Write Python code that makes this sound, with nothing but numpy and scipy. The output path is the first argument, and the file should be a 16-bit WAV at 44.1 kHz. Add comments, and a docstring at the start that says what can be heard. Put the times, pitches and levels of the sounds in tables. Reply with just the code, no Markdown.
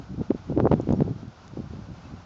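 """Wind gusts buffet a camera microphone in open country.
Eddies roll over the port, quicker and brighter as the wind grows; the hardest ones thump
and overload the microphone with a crack. The camera body ticks a few times in the hand.
A far bird peeps, barely audible, over a faint, nearly steady outdoor wash."""
import sys
import numpy as np
from scipy import signal
from scipy.fft import rfft, irfft
from scipy.io import wavfile
from scipy.ndimage import map_coordinates

SR = 44100
rng = np.random.default_rng(int(sys.argv[2]) if len(sys.argv) > 2 else 0)


def persist_wave(psi):
    """Save psi, clipped to +-1, as 16-bit WAV."""
    counts = np.round(np.clip(psi, -1, 1) * 32767).astype(np.int16)
    wavfile.write(sys.argv[1], SR, np.atleast_2d(counts).T)


N = 99225


# Wind strength at the microphone. Each row: time in seconds, relative level in dB.
WIND_STRENGTH = [(0, -33), (.03, -47.5), (.085, -50.5), (.108, -36.5), (.165, -43), (.21, -29.5),
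                 (.25, -51), (.28, -50), (.305, -38), (.335, -45.5), (.358, -39), (.38, -50), (.45, -47),
                 (.51, -30.5), (.55, -36), (.58, -25.5), (.62, -27.5), (.66, -23.5), (.69, -32),
                 (.73, -23.5), (.77, -33), (.81, -31), (.855, -40), (.885, -36.5), (.92, -23), (.97, -33.5),
                 (1.01, -24.5), (1.04, -36), (1.08, -29), (1.14, -40), (1.19, -47), (1.24, -41.5),
                 (1.29, -46), (1.33, -57), (1.43, -55.5), (1.52, -46.5), (1.6, -36.5), (1.67, -45.5),
                 (1.74, -40.5), (1.83, -44.5), (1.9, -40.5), (1.95, -46), (2.02, -50), (2.12, -40.5),
                 (2.18, -46), (2.25, -54)]
# Turbulence at the reference strength. Each row: frequency in Hz, relative density in dB.
EDDY_SPECTRUM = [(20, -1.5), (70, -1.5), (150, 3), (260, -3.5), (400, -9), (600, -25), (900, -26.5),
                 (1400, -62.5), (2500, -92)]

def wind():
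    """A frozen pattern of eddies is carried past the port: more wind is both louder and faster."""
    reference_db, db_per_octave, port_cutoff_hz = -27.5, 34, 65
    puffs_db = 2.5 * np.tanh(drift(span_s=0.01225))
    strength_db = np.interp(np.arange(N) / SR, *np.transpose(WIND_STRENGTH)) + puffs_db
    speed = 2 ** ((strength_db - reference_db) / db_per_octave)
    eddies = noise(EDDY_SPECTRUM, size=2 * N)
    pressure = map_coordinates(eddies, [np.cumsum(speed)], order=3, mode="wrap")
    pressure = highpass(pressure, port_cutoff_hz)
    local_power = smooth(pressure ** 2, span_s=0.067) + 1e-9
    evened = unit_rms(pressure / local_power ** 0.3)  # partly levels successive eddies
    return evened * amp(strength_db + 2)


# Hard eddies hitting the port. Each row: centre time in seconds, envelope peak in dB,
# centre frequency in Hz, spin from 0 to 1 (more spin, more swings).
HARD_EDDIES = [(0.146, -28.5, 280, 0.75), (0.18, -23.5, 204, .4), (0.2012, -23.5, 237, 0.95),
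               (0.2155, -17, 270, .6), (0.3069, -6.5, 291.6, 0.65), (0.3143, -16, 450, 0.53),
               (0.3489, -18, 270, 0.51), (0.5002, -18.5, 274, 0.42), (0.519, -20, 226, 0.63),
               (.5235, -22, 480, 0.67), (.565, -22.5, 300, 0.88), (0.5764, -7, 330, 0.52),
               (.5852, -18, 540, 0.52), (.594, -17, 402, 0.31), (.602, -6, 430, 0.32),
               (.6091, -22.5, 250, 0.17), (0.6345, -15, 283, 0.57), (0.6453, -15, 430, 0.78),
               (0.6554, -6, 435, 0.38), (0.6643, -11, 420, 0.67), (0.6719, -6.5, 560, 0.41),
               (0.7149, -6, 289.5, 0.18), (0.7171, -6.5, 391, 0.15), (0.7279, -10, 513, 0.5),
               (.735, -9, 340, 0.17), (0.74, -8, 269, .45), (0.8, -12, 326, 0.44), (0.8738, -18, 308, 0.64),
               (0.8911, -10.5, 233, 0.26), (0.9065, -8.5, 272, 0.28), (0.9242, -14, 413, 0.4),
               (0.937, -11.5, 327, 0.36), (0.9467, -17, 279, 0.29), (0.9937, -17.5, 200, 0.85),
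               (1.0069, -11, 317.5, 0.11), (1.0137, -22.5, 348, 0.64), (1.0216, -6.5, 259, 0.46),
               (1.0793, -19, 360, 0.58), (1.1109, -18, 190, 0.46), (1.1624, -26, 153, 0.39),
               (1.231, -27.5, 216, 0.3), (1.2826, -33, 157, 0.69), (1.5371, -29.5, 180, 0.25),
               (1.5737, -22, 333, 0.57), (1.5921, -25, 194, 0.17), (1.602, -24, 244, 0.53),
               (1.7094, -28, 140, 0.26), (1.7369, -24.5, 191, 0.23), (1.792, -27, 180, 0.7),
               (2.057, -34.5, 220, 0.78), (2.1396, -30.5, 189, 0.36)]

def buffets():
    """A spinning eddy sweeps by as a few quick pressure swings, with a weaker one in its wake."""
    falloff_power, wake_db, mean_lag_cycles = 1.524, -10.5, 1.393
    out = np.zeros(N)
    t = np.arange(-SR // 30, SR // 30) / SR
    for centre_s, db, hz, spin in HARD_EDDIES:
        phase_turns, wake_turns, lag_draw = rng.random(3)
        spin = min(spin, 0.9)
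        passing_s = (falloff_power - 0.5) / (2 * np.pi * hz * (1 - spin))
        pulse = amp(db) * np.hanning(len(t)) / (1 - 1j * t / passing_s) ** falloff_power
        swing = pulse * np.exp(2j * np.pi * spin * hz * t)
        eddy = (swing * np.exp(2j * np.pi * phase_turns)).real
        wake = (swing * np.exp(2j * np.pi * wake_turns)).real
        lag_s = mean_lag_cycles * (0.5 + lag_draw) / hz
        add_centred(out, centre_s, eddy)
        add_centred(out, centre_s + lag_s, amp(wake_db) * wake)
    return out


# Microphone overloads. Each row: centre time in seconds, gain in dB.
OVERLOADS = [(.307, -21), (0.5765, -24), (0.6013, -15.5), (0.6106, -29), (.6617, -39.5), (.672, -51),
             (0.7164, -17.5), (0.7174, -15.5), (0.72, -27), (0.7275, -17.5), (0.739, -17), (0.8912, -22.5),
             (.9077, -24), (0.913, -34), (0.993, -31.5), (1.0059, -21), (1.024, -27)]

def overload_cracks():
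    """Overload in the hardest buffets bends the wave sharply; each bend is an added kink."""
    decay_s, low_hz, high_hz = 0.00014, 564, 4700
    out = np.zeros(N)
    t = np.arange(-SR // 100, SR // 100) / SR
    kink = highpass(np.exp(-abs(t) / decay_s), low_hz)
    kink = signal.lfilter(*signal.butter(2, high_hz, fs=SR), kink)
    for centre_s, db in OVERLOADS:
        add_centred(out, centre_s, amp(db) * kink)
    return out


# Handling ticks. Each row: centre time in seconds, level in dB, centre frequency in Hz.
BODY_TICKS = [(0.812, -38.5, 6000), (.927, -34.5, 5050), (1.2823, -49.5, 5760), (1.48, -40.5, 4350)]

def body_ticks():
    """The camera body clicks in the hand: tiny, dry bursts of band-limited noise."""
    decay_s, width_octaves = 0.00059, 0.8
    out = np.zeros(N)
    t = np.arange(-512, 512) / SR
    bins_hz = np.fft.rfftfreq(len(t), 1 / SR) + 1
    for centre_s, db, hz in BODY_TICKS:
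        burst = rng.standard_normal(len(t)) * np.exp(-abs(t) / decay_s)
        band = np.exp(-0.5 * (np.log2(bins_hz / hz) / width_octaves) ** 2)
        click = irfft(rfft(burst) * band)
        add_centred(out, centre_s, amp(db) * click / abs(click).max())
    return out


# Bird peeps. Each row: centre time in seconds, length in seconds, pitch in Hz, peak in dB.
BIRD_PEEPS = [(0.915, 0.058, 5380, -65.5), (0.969, .04, 5560, -61.5), (2.052, 0.082, 2630, -60.5)]

def bird():
    """A far bird whistles thin, soft-edged, wavering notes."""
    out = np.zeros(N)
    waver_hz = 45 * drift(span_s=0.002)
    for centre_s, length_s, hz, db in BIRD_PEEPS:
        envelope = amp(db) * np.hanning(round(length_s * SR))
        pitch_hz = hz + waver_hz[round(centre_s * SR):][:len(envelope)]
        add_centred(out, centre_s, envelope * np.sin(2 * np.pi * np.cumsum(pitch_hz) / SR))
    return out


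# Distant wash and hiss. Each row: frequency in Hz, relative density in dB.
WASH_SPECTRUM = [(20, -37), (60, 2.5), (160, -1.5), (400, -4.5), (750, -2), (1100, -5), (1480, -6),
                 (1700, -14), (3000, -17), (5300, -19), (6700, -23.5), (7500, -29.5)]

def outdoor_wash():
    """Faint open-air noise whose level flickers slightly."""
    level_db = -52.5 + 1.18 * drift(span_s=0.06)
    return noise(WASH_SPECTRUM, size=N) * amp(level_db)


def amp(db):
    """Decibels to gain."""
    return 10 ** (np.asarray(db) / 20)


def unit_rms(x):
    """Scales to rms 1."""
    return x / np.sqrt(np.mean(x ** 2) + 1e-20)


def noise(spectrum, size):
    """Unit-rms noise shaped by (Hz, dB) rows."""
    hz, db = np.transpose(spectrum)
    bins_hz = np.fft.rfftfreq(size, 1 / SR) + 1
    gain = amp(np.interp(np.log(bins_hz), np.log(hz), db))
    return unit_rms(irfft(rfft(rng.standard_normal(size)) * gain, size))


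def smooth(x, span_s):
    """Hann-weighted average over span_s to each side."""
    window = np.hanning(int(span_s * SR) * 2 + 1)
    return signal.fftconvolve(x, window / window.sum(), "same")


def drift(span_s):
    """Smooth random curve, rms 1."""
    return unit_rms(smooth(rng.standard_normal(N), span_s))


def highpass(x, hz):
    """Second-order bass cut."""
    return signal.sosfilt(signal.butter(2, hz, "high", fs=SR, output="sos"), x)


def add_centred(mix, centre_s, sound):
    """Mixes a sound in around centre_s."""
    start = max(round(centre_s * SR) - len(sound) // 2, 0)
    part = mix[start:start + len(sound)]
    part += sound[:len(part)]


def scene():
    """All sources at one microphone."""
    return (wind() + buffets() + overload_cracks() + body_ticks() + bird() + outdoor_wash())[None]


def record(dry):
    """The camera's band limit."""
    cutoff_hz = 7500
    taps = signal.firwin(101, cutoff_hz, window=("kaiser", 8), fs=SR)
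    return signal.oaconvolve(dry, taps[None], "same")


dry = scene()
out = record(dry)
persist_wave(out)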